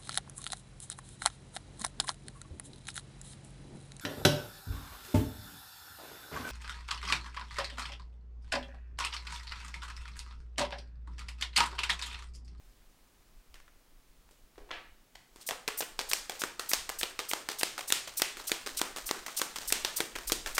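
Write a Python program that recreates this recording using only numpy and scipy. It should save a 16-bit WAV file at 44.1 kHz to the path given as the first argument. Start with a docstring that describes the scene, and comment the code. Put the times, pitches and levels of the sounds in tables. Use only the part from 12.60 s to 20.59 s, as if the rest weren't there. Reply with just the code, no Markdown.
"""In a small hard room, a deck of large cards is shuffled overhand above a table.
First the deck is picked up and knocked straight, over soft rubbing and low shaking. In each stroke a packet
hisses down the deck, its edge touches, and it slaps home; between strokes the hand picks the next packet with
a tap and a short clatter. Slides and rubbing are shaped noise; every contact is a short push with noisy
card edges, sent through resonances of palm and cards. The walls add echoes; steady hiss and hum lie below."""
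import sys
import numpy as np
from scipy import signal
from scipy.fft import rfft, irfft, next_fast_len
from scipy.io import wavfile
from scipy.ndimage import map_coordinates

SR = 44100
rng = np.random.default_rng(int(sys.argv[2]) if len(sys.argv) > 2 else 0)


def pcm_store(signal):
    """Save signal as 16-bit PCM."""
    levels = np.round(np.clip(np.atleast_2d(signal), -1, 1) * 32767)
    wavfile.write(sys.argv[1], SR, levels.astype(np.int16).T)


N = 352359

# Loudness of hands and cards rubbing, before it calms after contacts: [t/s, level/dB]
RUSTLE_LEVEL = [(0.0, -67), (1.67, -80), (2.22, -63), (2.45, -72), (2.83, -49), (3.0, -52), (3.54, -43),
                (5.07, -42.5), (6.85, -38), (7.3, -36.5), (7.52, -41), (7.99, -36.5)]
# Relative spectrum of the rubbing: [f/Hz, level/dB per Hz]
RUB_SPECTRUM = [(200, -7.5), (700, 3.5), (2500, 5.5), (7000, 8), (12000, 4)]
# Loudness of the low shaking that reaches the microphone, before its wobble: [t/s, level/dB]
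RUMBLE_LEVEL = [(0.0, -52), (0.4, -64.5), (1.07, -54), (1.18, -74), (1.56, -57), (1.69, -68), (2.29, -53),
                (2.47, -73.5), (3.49, -59.5), (3.89, -70), (4.3, -54), (4.67, -70.5), (5.99, -65),
                (6.05, -56.5), (6.94, -67), (7.17, -51), (7.48, -68), (7.56, -50.5)]
# Relative spectrum of the shaking: [f/Hz, level/dB per Hz]
SHAKE_SPECTRUM = [(12, -1), (28, 2.5), (45, -6), (70, -14), (110, -46)]
# Relative spectrum of the steady hiss and hum: [f/Hz, level/dB per Hz]
HISS_SPECTRUM = [(47, -37), (80, 0), (296, -1.5), (422, -5.5), (1170, -9), (1250, -8), (1430, -10),
                 (15000, -18), (16000, -14.5)]
# The deck is handled and knocked straight:
# [t/s, level/dB, card flex f/Hz, thud level/dB, crack level/dB, clatter level/dB, room level/dB]
HANDLING = [(0.942, -33, 2240, -3, 1, -11.5, -4.5), (0.961, -43, 1430, 2, -5.5, -12, -11),
            (1.001, -38, 1730, -4, -6.5, -13, -9), (1.079, -38.5, 1750, -13, -14, -13, -16),
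            (1.69, -41.5, 1820, -6, -17, -20, -16), (1.71, -49.5, 750, 15, 11, -5, -3),
            (1.957, -44, 1700, -15, -20, -20, -10), (1.979, -37, 770, 8, -18, -4.5, -0.5),
            (2.088, -46, 900, 0, -30, 4, -5), (2.106, -35, 1300, -19, -30, 5, -0.5),
            (2.113, -14.5, 2670, -5, -40, -8, -0.5), (2.552, -41.5, 3200, -30, -6.5, 3.5, -3),
            (2.76, -39.5, 1100, 17, 7.5, -15, -6)]
# A light first slide: [start t/s, level/dB, tilt/dB per octave, end t/s]
FALSE_START = (2.809, -35, 2.5, 2.835)
# Shuffle strokes: [slide start t/s, slide level/dB, slide tilt/dB per octave,
#  edge touch t/s, touch level/dB, touch flex f/Hz,
#  slap t/s, slap level/dB, slap flex f/Hz, slap thud level/dB, slap crack level/dB, slap clatter level/dB]
STROKES = [(2.862, -17.5, 9, 2.889, -13, 740, 2.909, -7.5, 765, -23, -11.5, -11.5),
           (3.171, -14, 14, 3.206, -14, 800, 3.22, -19, 3080, 6, -11.5, -8.5),
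           (3.486, -20, 10.5, 3.514, -12.5, 5100, 3.533, -6, 4500, -25, 8, -21),
           (3.79, -21, 6, 3.818, -14, 1780, 3.837, -10.5, 1410, 7, 0.5, -20),
           (4.086, -14.5, 11, 4.115, -14, 1820, 4.134, -3.5, 4170, -16, 7, -20),
           (4.384, -17.5, 10, 4.412, -17, 1910, 4.431, -6.5, 2980, 0.5, -2.5, -13.5),
           (4.683, -17, 9.5, 4.713, -14.5, 1950, 4.734, -7.5, 960, 3.5, 2.5, -33),
           (4.983, -17.5, 8, 5.011, -17, 1840, 5.032, -5, 2800, 3, 6.5, -29),
           (5.273, -18.5, 8.5, 5.303, -14, 1840, 5.323, -2, 2880, -5.5, 9, -28),
           (5.566, -13.5, 10.5, 5.598, -18.5, 1780, 5.619, -3, 2450, -2.5, 6, -18),
           (5.866, -17.5, 7, 5.895, -19, 4500, 5.917, -6, 2800, 3, 3, -14),
           (6.166, -16.5, 4.5, 6.195, -21, 1850, 6.215, -6, 1330, 7.5, 2.5, -21),
           (6.455, -19.5, 10.5, 6.49, -20, 1880, 6.511, -7.5, 1170, 6.5, 2.5, -38),
           (6.762, -13, 7.5, 6.796, -18, 1830, 6.816, -9, 1080, 4.5, 6, -16),
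           (7.072, -16, 9.5, 7.103, -21, 1820, 7.124, -4, 2370, 4.5, 9.5, -21.5),
           (7.358, -13.5, 9, 7.386, -22.5, 1850, 7.404, -11, 2000, 12, 6.5, -16),
           (7.667, -18, 8, 7.698, -17, 1330, 7.72, -10, 3640, 12, 12, -15),
           (7.944, -20, 6.5, 7.968, -26, 2200, 7.98, -9, 1670, -8, 3.5, -9)]
# Relative spectrum of sliding cards, before each slide's tilt: [f/Hz, level/dB per Hz]
CARD_HISS = [(800, -46), (2200, 1.5), (3500, 7), (5500, 11), (7200, 7), (8600, 9.5), (13500, 3.5),
             (16000, 0)]
# Shared by every edge touch: [thud level/dB, crack level/dB, clatter level/dB, room level/dB]
TOUCH = (-5, 4.5, -15, -8)
# The hand picks the next packet: [t/s, level/dB, flex f/Hz, crack level/dB, clatter level/dB]
PICKS = [(3.078, -10, 2200, 0.5, -11.5), (3.391, -9, 4100, -3, -12), (3.696, -12.5, 756, -1, -12.5),
         (3.995, -15, 1440, 3, -7), (4.292, -16, 1110, 5, -12), (4.591, -11, 3380, -2, -7),
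         (4.888, -10.5, 4430, -2, -8.5), (5.179, -18.5, 1130, 1.5, -4.5), (5.474, -25, 3220, 0, -2),
         (5.77, -22, 1300, -2, -12), (6.062, -19.5, 4360, -1.5, -1.5), (6.362, -20, 1290, 3, -14),
         (6.663, -22.5, 1540, 5.5, -9), (6.959, -21.5, 1400, 7, -7), (7.248, -6.5, 3430, 0, -13.5),
         (7.554, -19.5, 1620, -2.5, -5.5), (7.861, -16.5, 1480, 0.5, -7)]
# Shared by every pick: [thud level/dB, room level/dB]
PICK = (-1.5, -7.5)
# A late card follows a slap or a pick: [t/s, level/dB, flex f/Hz, crack level/dB, clatter level/dB]
LATE_CARDS = [(2.917, -17.5, 760, -22, -13), (3.085, -13, 1270, -22, -14), (3.413, -21, 3000, 3, -16),
              (3.72, -27, 3000, 3, -16), (4.915, -27, 2070, 6, -2), (5.208, -22, 2540, 3.5, -10),
              (5.797, -32, 4380, -4.5, 3), (6.091, -25, 3000, 0, -16), (6.37, -21, 1300, 3, -14),
              (6.384, -21.5, 1330, 2.5, -14), (6.682, -21.5, 1270, -7.5, -9.5),
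              (6.985, -16.5, 4170, -0.5, -34), (7.586, -20.5, 1190, 2, -24), (7.874, -23, 2000, 4, -10)]
# Shared by every late card: [thud level/dB, room level/dB]
LATE = (-0.5, -12)
# How long echoes take to fall by 60 dB: [f/Hz, decay t/s]
ROOM_DECAY = [(150, 0.77), (500, 0.38), (1500, 0.49), (4000, 0.41), (9000, 0.37), (15000, 0.24)]
# Colour of the microphone: [f/Hz, level/dB]
MICROPHONE = [(100, 2.5), (300, 2), (7000, -8.5), (9000, -8.5), (10800, -16.5), (14000, -10.5),
              (15700, -19)]
# Fall of the treble just below the band limit: [f/Hz, level/dB]
TOP_EDGE = [(15750, -2), (15950, -10), (16800, -44)]

HISS_DB, SLAP_ROOM_DB = -64.5, -10
SLIDE_PAST_TOUCH_S = 0.005
TOP_HZ = 16820  # nothing is left above this


def amp(db):
    """Turn decibels into a plain gain."""
    return 10 ** (np.asarray(db) / 20)


def unit(x):
    """Scale a signal to rms 1."""
    return x / np.sqrt(np.mean(x ** 2) + 1e-20)


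def along(points, hz):
    """Read between (f/Hz, value) points on a log frequency axis."""
    f, value = np.transpose(points)
    return np.interp(np.log(hz + 1), np.log(f + 1), value)


def curve(rows):
    """Turn a (t/s, level/dB) table into one gain per sample."""
    s, db = np.transpose(rows)
    return amp(np.interp(np.arange(N) / SR, s, db))


def wobble(rate, size):
    """Draw a smooth random curve through `rate` random points a second."""
    points = rng.standard_normal(int(size * rate / SR) + 4)
    return map_coordinates(points, [np.arange(size) * rate / SR])


def filtered(x, response):
    """Weight each frequency of a signal by a response."""
    size = x.shape[-1]
    padded = next_fast_len(size + 4096)  # spare room for ringing
    spectrum = rfft(x, padded) * response(np.fft.rfftfreq(padded, 1 / SR))
    return irfft(spectrum, padded)[..., :size]


def noise(spectrum, size):
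    """Make coloured noise of rms 1 by filtering white noise."""
    white = rng.standard_normal(size)
    return unit(filtered(white, lambda hz: amp(along(spectrum, hz))))


def mode(f, hz, width_hz):
    """Response of one resonance: it rings only after being struck and has peak gain 1."""
    return 1j * f * width_hz / (hz * hz - f * f + 1j * f * width_hz)


def add(track, s, sound):
    """Mix a sound into a track at time s, in place."""
    part = track[round(s * SR):][:len(sound)]
    part += sound[:len(part)]


def contact_rows():
    """List all contacts in time order, with the columns of HANDLING."""
    touches = [(*stroke[3:6], *TOUCH) for stroke in STROKES]
    slaps = [(*stroke[6:], SLAP_ROOM_DB) for stroke in STROKES]
    taps = []
    for rows, (thud_db, room_db) in [(PICKS, PICK), (LATE_CARDS, LATE)]:
        for s, db, hz, crack_db, clatter_db in rows:
            taps.append((s, db, hz, thud_db, crack_db, clatter_db, room_db))
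    return sorted([tuple(row) for row in HANDLING] + touches + slaps + taps)


def rustling():
    """Hands and cards rub with uneven noise, which dies down while the cards lie still after a contact."""
    uneven = unit(amp(1.5 * wobble(60, N) + 3 * wobble(900, N)))
    t = np.arange(N) / SR
    touched = np.array(contact_rows())[:, 0]
    latest = np.maximum(np.searchsorted(touched, t) - 1, 0)
    still_s = np.clip(t - touched[latest], 0, .15)
    calm = amp(2.5 - 62 * still_s)
    return uneven * calm * curve(RUSTLE_LEVEL) * noise(RUB_SPECTRUM, N)


def rumbling():
    """Low shaking reaches the microphone as deep noise of wobbling strength."""
    return amp(4.4 * wobble(22, N)) * curve(RUMBLE_LEVEL) * noise(SHAKE_SPECTRUM, N)


def contacts():
    """A packet pushes once, its edges land in turn within a few ms and loose cards clatter.

    Returns the sound towards the microphone and the sound towards the walls."""
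    near, walls = np.zeros(N), np.zeros(N)
    t = np.arange(round(.08 * SR)) / SR
    landing = np.tanh(t / 0.00061) / (1 + (t / 0.0018) ** 2) * amp(-60 * t / 0.031)
    push = (t == 0) * np.linalg.norm(landing)  # one sharp push
    flap_decay = amp(-60 * t[:400] / 0.0088)
    for s, db, hz, thud_db, crack_db, clatter_db, room_db in contact_rows():
        # loose cards: about 350 small flaps a second, of random size
        flap_starts = rng.random(len(t)) < 350 / SR
        flap_sizes = flap_starts * amp(3 * rng.standard_normal(len(t)))
        flaps = np.convolve(flap_sizes, flap_decay)[:len(t)] + 0.36
        clatter_fade = amp(clatter_db - 60 * t / 0.086) * np.tanh(t / 0.0016)
        clatter = clatter_fade * flaps * rng.standard_normal(len(t))

        top_hz = 3000 + 2600 * amp(0.19 * crack_db)  # a soft contact stirs less treble

        def palm(f):
            """Air trapped in the palm thuds."""
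            return amp(thud_db) * mode(f, 370, 187) * mode(f, 203, 900)

        def cards(f):
            """The cards flex and their edges crack."""
            bend = mode(f, hz, hz) ** 2 + 1.25 * mode(f, 1630, 2330)
            flex = bend / (1 + 1.4j * f / top_hz - (f / top_hz) ** 2)
            return amp(crack_db) * mode(f, 7710, 17600) ** 2 - flex

        edges = filtered(landing * rng.standard_normal(len(t)), cards)
        even = filtered(push, cards)
        thud = filtered(push + clatter, palm)
        loose = filtered(clatter, cards)
        edges = edges * np.linalg.norm(even) / np.linalg.norm(edges)
        add(near, s, amp(db) * (edges + loose + thud))
        # over all directions the edges keep their energy but have an even spectrum; the thud carries poorly
        to_walls = even + 0.67 * loose + amp(-2.5) * thud
        add(walls, s, amp(db + room_db) * to_walls)
    return near, walls


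def slides():
    """A sliding packet hisses, swells fast, flutters as cards catch and stops just after the edge touches."""
    track = np.zeros(N)
    rows = [FALSE_START]
    rows += [(*stroke[:3], stroke[3] + SLIDE_PAST_TOUCH_S) for stroke in STROKES]
    for s, db, tilt_db, end in rows:
        size = round((end - s) * SR)
        u = np.arange(size) / size  # share of the slide that is done
        swell = np.sin(np.pi / 2 * np.clip(u / 0.32, 0, 1)) ** 2
        stroke = swell * amp(-8 * u) * np.clip((1 - u) / 0.22, 0, 1)
        tilted = [(hz, level + tilt_db * np.log2(hz / 7000)) for hz, level in CARD_HISS]
        hiss = noise(tilted, size)
        hiss = unit(hiss * amp(wobble(2535, size)))  # grain of single card edges
        flutter = amp(2 * wobble(250, size))
        add(track, s, amp(db) * flutter * stroke * hiss)
    return track


def room(x):
    """The walls answer with fading noise; the hands move, so each moment gets another echo pattern."""
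    wet, step = np.zeros(N), 4096  # step in samples
    for start in range(0, N, step):
        hz, t, z = signal.stft(rng.standard_normal(SR // 2), SR, nperseg=256)
        fall = amp(-60 * t / along(ROOM_DECAY, hz)[:, None])
        build_up = 1 - np.exp(-t / .012)
        tail = signal.istft(z * fall * build_up, SR, nperseg=256)[1]
        tail = tail / np.linalg.norm(tail)
        echoes = signal.fftconvolve(x[start:start + step], tail)
        add(wet, start / SR + .003, echoes)  # echoes start 3 ms late
    return wet


def scene():
    """Mix rubbing, shaking, contacts and slides with the echoes of contacts and slides."""
    rustle = rustling()
    rumble = rumbling()
    knocks, towards_walls = contacts()
    hiss = slides()
    echoes = room(towards_walls + amp(-10) * hiss)
    return (knocks + hiss + rustle + echoes + rumble)[None]


def record(dry):
    """Add microphone colour, steady hiss and hum, soft overload of loud peaks and the band limit."""
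    coloured = filtered(dry, lambda hz: amp(along(MICROPHONE, hz)))
    sound = coloured + amp(HISS_DB) * noise(HISS_SPECTRUM, N)
    sound = sound / (1 + np.abs(sound / .38) ** 4) ** (1 / 4)  # peaks bend towards 0.38
    return filtered(sound, lambda hz: amp(along(TOP_EDGE, hz)) * (hz < TOP_HZ))


dry = scene()
out = record(dry)
pcm_store(out)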